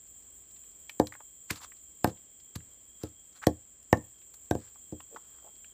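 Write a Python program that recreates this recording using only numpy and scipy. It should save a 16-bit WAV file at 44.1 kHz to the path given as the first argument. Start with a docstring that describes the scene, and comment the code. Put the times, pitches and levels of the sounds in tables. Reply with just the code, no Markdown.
"""Dry, crunchy knocks of wood on wood, close by, over a steady hiss of cicadas.
An orangutan beats a dry stick on a plank deck: the bark crunches, the plank thumps, deck and stick
ring, and splinters skitter away. Between blows and at the end the stick scrapes over the planks.
Behind it a lower-pitched insect drones and the forest rushes faintly."""
import sys
import numpy as np
from scipy import signal
from scipy.fft import rfft, irfft, next_fast_len
from scipy.io import wavfile
from scipy.ndimage import uniform_filter1d, map_coordinates

SR = 44100
rng = np.random.default_rng(int(sys.argv[2]) if len(sys.argv) > 2 else 0)


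def dump_mix(stems):
    """Bounce the given channels to the path in sys.argv[1] as a 16-bit WAV at rate SR."""
    frames = np.atleast_2d(stems).T  # one column per channel
    limited = np.clip(frames, -1, 1)  # hard clip at full scale
    pcm = np.round(limited * 32767).astype(np.int16)
    wavfile.write(sys.argv[1], SR, pcm)


N = 252693
T = np.arange(int(.4 * SR)) / SR  # time axis of one event, s

# Stick hits deck: t/s, force/dB, contact cutoff/Hz, place from the plank's end/bending wavelengths,
# deck ring/dB, stick ring/Hz, bark crunch/dB
BLOWS = [(0.9999, -3, 863, 3.1, 1, 440, -29), (1.5107, -16, 301, 0.62, 1.5, 1020, -29),
         (2.0456, -4.5, 1086, 1.23, -1, 1530, -21.5), (2.0761, -11, 455, 1.38, 1.5, 702, -42),
         (2.56, -15.5, 222, 1.54, -0.5, 1010, -38.5), (3.0371, -15.5, 435, 1.76, 1.5, 569, -41),
         (3.4707, -0.5, 618, 2.15, 0, 514, -22.5), (3.9294, 0.5, 1290, 1.46, -4, 1800, -24),
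         (3.974, -20.5, 346, 1.3, 5.5, 769, -51.5), (4.512, -5.5, 700, 1.99, -2.5, 1557, -32),
         (4.553, -11.5, 560, 1.72, 1, 637, -46), (4.925, -20.5, 420, 2.18, 6, 523, -59)]
# Spectrum of breaking bark: f/Hz, level/dB
BARK_SPECTRUM = [(300, -15.5), (1200, 2.5), (2000, -4), (2700, -5), (4200, -1), (5300, -4.5), (7000, -0.5),
                 (9500, -7), (12500, -2), (15500, -3.5)]


def amp(db):
    """Decibels to gain."""
    return 10 ** (np.asarray(db) / 20)


def unit(x):
    """Scale to rms 1."""
    return x / np.sqrt(np.mean(x ** 2) + 1e-20)


def along(points, hz):
    """Interpolate (f/Hz, value) points on a log axis."""
    f, v = np.transpose(points)
    return np.interp(np.log(hz + 1), np.log(f), v)


def filtered(x, response):
    """Apply a frequency response."""
    m = next_fast_len(len(x) + 8192)
    return irfft(rfft(x, m) * response(np.fft.rfftfreq(m, 1 / SR)), m)[:len(x)]


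def noise(spectrum, size):
    """Noise of rms 1 with a (f/Hz, level/dB) spectrum."""
    return unit(filtered(rng.standard_normal(size), lambda hz: amp(along(spectrum, hz))))


def band(centre_hz, width_hz, size):
    """Resonant noise band of rms 1."""
    white = rng.standard_normal(size)
    return unit(filtered(white, lambda f: 1 / (1 + (2 * (f - centre_hz) / width_hz) ** 2)))


def butter(x, hz, kind, order):
    """Causal low-pass or high-pass."""
    return signal.sosfilt(signal.butter(order, hz, kind, fs=SR, output="sos"), x)


def fading(x, t60s):
    """Decay each frequency by a (f/Hz, t60/s) table."""
    hz, t, z = signal.stft(x, SR, nperseg=256)
    return signal.istft(z * amp(-60 * t / along(t60s, hz)[:, None]), SR, nperseg=256)[1][:len(x)]


def decay(t60_s):
    """Envelope falling 60 dB in t60_s."""
    return np.exp(-np.log(1000) * T / t60_s)


def swell(sigma_s):
    """Gaussian envelope centred in T."""
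    return np.exp(-.5 * ((T - T[-1] / 2) / sigma_s) ** 2)


def wobble(rate_hz):
    """Smooth random curve over the whole scene."""
    knots = rng.standard_normal(int(N * rate_hz / SR) + 4)
    return map_coordinates(knots, [np.arange(N) * rate_hz / SR])


def roughness(samples):
    """Moving average of noise over one event, rms 1."""
    return unit(uniform_filter1d(rng.standard_normal(len(T)), size=samples))


def add(track, at_s, x):
    """Mix x in at at_s."""
    start = max(round(at_s * SR), 0)
    part = track[start:start + len(x)]
    part += x[:len(part)]


def blows(push_db=26.5, flex_hz=900, damping=0.41, modes_db=1, boards_db=-20, node_db=4):
    """Each blow shoves the plank and rings deck and stick; a soft contact leaves out the high modes."""
    # Deck modes: f/Hz, level/dB, t60/s
    deck_modes = [(83.05, -31, 0.22), (112, -40, .28), (161, -37, 0.097), (186.6, -26.5, 0.15),
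                  (240.2, -34.5, 0.041), (304.8, -21.5, 0.18), (376, -30.5, 0.038), (435, -32.5, .1),
                  (492, -31, 0.093), (512, -24.5, 0.13), (628, -29, 0.098), (696, -22.5, 0.081),
                  (734, -22, 0.054), (836, -25.5, 0.06), (860, -31, 0.032), (954.5, -26, 0.053),
                  (1085, -31.5, 0.048), (1590, -30, 0.069), (1800, -21.5, 0.044)]
    # Dense ring of the other boards: f/Hz, level/dB
    board_spectrum = [(40, -19.5), (85, -4), (220, 6), (550, 2), (1000, -2.5), (1350, -7), (1900, -4.5),
                      (2400, -11), (5000, -17)]
    # Its decay: f/Hz, t60/s
    board_t60s = [(80, .16), (250, .13), (900, .1), (2000, .085), (6000, .06)]
    free_end_hz = 68  # rebound at the plank's free end
    joist_place, place_hz = 3.45, 307  # places count wavelengths at place_hz
    # only slow bending moves the whole plank
    shove = amp(push_db) * butter(signal.unit_impulse(len(T)), flex_hz, "low", order=1)
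    spread = 1 - np.exp(-(T / 0.0013) ** 2)  # the bending wave fills the deck
    notch = signal.iirnotch(1320, Q=2.1, fs=SR)  # the stick passes little force between two modes
    out = np.zeros(N)
    for at_s, force_db, contact_hz, place, ring_db, stick_hz, _ in BLOWS:
        rebound_hz = free_end_hz / np.sqrt(max(1 - place / joist_place, .05))  # stiffer near the joist
        push = filtered(shove, lambda f: f*f / (f*f - rebound_hz ** 2 - 2j * damping * rebound_hz * f))
        modes = np.zeros(len(T))
        for hz, level_db, t60_s in deck_modes:
            shape_db = node_db * np.cos(2 * np.pi * place * np.sqrt(hz / place_hz))  # weak near a node
            gain = amp(level_db + shape_db + .5 * rng.normal())
            modes += gain * np.cos(2 * np.pi * hz * T) * decay(t60_s)
        boards = fading(noise(board_spectrum, len(T)), board_t60s)
        ring = amp(ring_db) * spread * (amp(modes_db) * modes + amp(boards_db) * boards)
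        ring = butter(ring, 65, "high", order=3)  # the ring holds little below about 65 Hz
        deck = butter(signal.lfilter(*notch, push) + ring, contact_hz, "low", order=3)
        stick = np.sin(2 * np.pi * stick_hz * T) * decay(0.022) * (1 - np.exp(-T / 0.00095))
        stick *= amp(-12.5 + 0.93 * force_db)  # more prominent in hard blows
        add(out, at_s, amp(force_db) * (deck + stick))
    return out


def bark(sigma_s, cutoff_hz, grain_db=3, clump_db=3):
    """Bark fibres break in clumps of tiny unequal clicks, under one swell."""
    clumps = roughness(samples=60)
    clicks = rng.standard_normal(len(T))
    clicks *= amp(grain_db * rng.standard_normal(len(T)) + clump_db * clumps)
    grains = filtered(clicks, lambda f: amp(along(BARK_SPECTRUM, f)) / np.sqrt(1 + (f / cutoff_hz) ** 4))
    envelope = swell(sigma_s)
    return unit(grains * envelope) * np.sqrt(np.mean(envelope ** 2))


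def crunches(lead_s=0.00092):
    """Bark is crushed just ahead of each thump; a softer contact takes longer."""
    out = np.zeros(N)
    for at_s, _, contact_hz, *_, crunch_db in BLOWS:
        crunch = bark(sigma_s=0.7 / contact_hz, cutoff_hz=11700)
        add(out, at_s - lead_s - T[-1] / 2, amp(crunch_db) * crunch)
    return out


def slides(slip_db=5.5, relative_width=0.63):
    """Stick-slip drives one wood resonance while the bark hisses over the plank."""
    # Slides of the stick: centre t/s, sigma/s, resonance/Hz, wood/dB, bark hiss/dB
    strokes = [(1.507, 0.0045, 1960, -33.5, -35.5), (1.522, 0.015, 1880, -73, -47),
               (1.571, 0.013, 1250, -62, -51), (1.634, 0.016, 1100, -52.5, -49.5),
               (2.09, 0.015, 1200, -67, -54), (3.045, 0.026, 1290, -75, -59.5),
               (3.369, 0.013, 1467, -70.5, -60), (3.431, 0.0058, 1360, -35, -54),
               (3.441, 0.0041, 1670, -40.5, -52.5), (4.636, 0.058, 1620, -72, -65),
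               (5.143, 0.017, 460, -53, -80), (5.168, .004, 1010, -43, -80),
               (5.34, 0.086, 1190, -71, -73.5), (5.463, 0.018, 670, -55, -85)]
    out = np.zeros(N)
    for centre_s, sigma_s, hz, wood_db, hiss_db in strokes:
        slips = unit(amp(slip_db * roughness(samples=110)))
        rub = slips * band(hz, relative_width * hz, len(T)) * swell(sigma_s)
        rub = butter(rub, .5 * hz, "high", order=2)  # a light touch does not move the plank
        hiss = bark(sigma_s, cutoff_hz=7000)
        add(out, centre_s - T[-1] / 2, amp(wood_db) * rub + amp(hiss_db) * hiss)
    return out


def splinters(snap_db=-16.5, snap_db_per_octave=6, reference_hz=2500, rise_s=0.00032):
    """A splinter gives a dry snap and a faintly pitched ring; small ones ring higher and shorter."""
    # Splinters snapping off and landing: t/s, level/dB, f/Hz
    ticks = [(0.895, -27, 2540), (1.07, -29, 4180), (1.123, -34, 1510), (1.138, -39, 2100),
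             (1.152, -37, 1470), (1.204, -37, 984), (1.558, -35.5, 4270), (1.72, -45, 1800),
             (2.604, -49, 1940), (3.327, -51, 5650), (4.34, -41, 6580), (4.756, -47, 1130),
             (5.003, -38, 1060), (5.005, -42, 2860), (5.162, -38, 1150), (5.645, -43.5, 2340)]
    out = np.zeros(N)
    for at_s, level_db, hz in ticks:
        body = amp(-4) * band(hz, 0.72 * hz, len(T)) + amp(-6) * np.sin(2 * np.pi * hz * T)
        ring = body * decay(0.017 * np.sqrt(reference_hz / hz))
        ring = butter(ring, .5 * hz, "high", order=2)  # too small to radiate lows
        snap_gain = amp(snap_db + snap_db_per_octave * np.log2(hz / reference_hz))
        snap = snap_gain * noise(BARK_SPECTRUM, len(T)) * decay(0.036)
        add(out, at_s, amp(level_db) * (ring + snap) * (1 - np.exp(-T / rise_s)))
    return out


def crumbs(level_db=-59, spread_db=8, middle_hz=5000, t60_s=0.054, count=20):
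    """Loose bark crumbs tick faintly as the stick is handled."""
    out = np.zeros(N)
    for when, faintness, pitch in rng.random((count, 3)):
        hz = middle_hz * 2 ** (2 * pitch - 1)
        tick = band(hz, hz, len(T)) * decay(t60_s)
        add(out, when * N / SR, amp(level_db - spread_db * faintness) * tick)
    return out


def reflections(x, near_db=-14, near_t60_s=0.088, far_db=-28):
    """The deck and the ape's body scatter the sound at once; foliage returns a faint tail."""
    # Decay of the tail: f/Hz, t60/s
    foliage_t60s = [(200, .16), (800, .3), (2000, .28), (12000, .1)]
    near = rng.standard_normal(len(T)) * decay(near_t60_s) * (1 - np.exp(-T / 0.0024))
    far = fading(rng.standard_normal(len(T)), foliage_t60s)
    response = amp(near_db) * near / np.linalg.norm(near) + amp(far_db) * far / np.linalg.norm(far)
    return signal.fftconvolve(x, response)[:N]


def insects(brightening=1.7):
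    """Many cicadas merge into a hiss with an overtone; a lower insect holds a narrow, wavering note."""
    # Cicada band: f/Hz, level/dB
    cicada_spectrum = [(6100, -45.5), (6600, -27), (6950, -11.5), (7150, -5), (7280, 0), (7400, -1.5),
                       (7750, -4.5), (8150, -10), (8550, -24), (8900, -23), (9500, -40.5)]
    # Cicada chorus: t/s, level/dB
    chorus_levels = [(0.0, -53.5), (1.72, -53.5), (2.12, -55), (3.19, -55.5), (3.65, -57), (4.5, -53.5),
                     (5.73, -54)]
    # Lower insect: t/s, level/dB
    drone_levels = [(0.0, -78.5), (3.43, -75.5), (3.62, -80), (5.2, -75.5), (5.73, -71.5)]
    t = np.arange(N) / SR
    chorus_db = np.interp(t, *np.transpose(chorus_levels)) + 0.87 * wobble(29)
    mean_db = chorus_db.mean()
    overtone_db = mean_db - 14 + brightening * (chorus_db - mean_db)  # louder is brighter
    drone_db = np.interp(t, *np.transpose(drone_levels)) + 2 + wobble(13)
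    return (amp(chorus_db) * noise(cicada_spectrum, N)
            + amp(overtone_db) * band(14800, 1050, N)
            + amp(drone_db) * band(3240, 140, N))


def forest(level_db=-67):
    """Faint, dull rush of the forest."""
    # Forest rush: f/Hz, level/dB
    rush_spectrum = [(15, -4.5), (35, 6.5), (65, 12.5), (110, -0.5), (300, -0.5), (520, -4.5), (750, -9.5),
                     (950, -11), (1500, -12), (3000, -13), (4900, -17), (6200, -15), (10500, -27.5),
                     (13500, -34.5)]
    return amp(level_db + 0.76 * wobble(6)) * noise(rush_spectrum, N)


def scene():
    """The stick close by, over insects and forest; mono."""
    wood = blows() + crunches() + slides() + splinters() + crumbs()
    return (wood + reflections(wood) + insects() + forest())[None]


def record(dry):
    """Thin the deepest bass and cut off the top treble."""
    low_hz, top_hz = 45, 15500
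    thinned = butter(dry, low_hz, "high", order=2)
    return np.array([filtered(x, lambda hz: 1 / (1 + (hz / top_hz) ** 200)) for x in thinned])


dry = scene()
out = record(dry)
dump_mix(out)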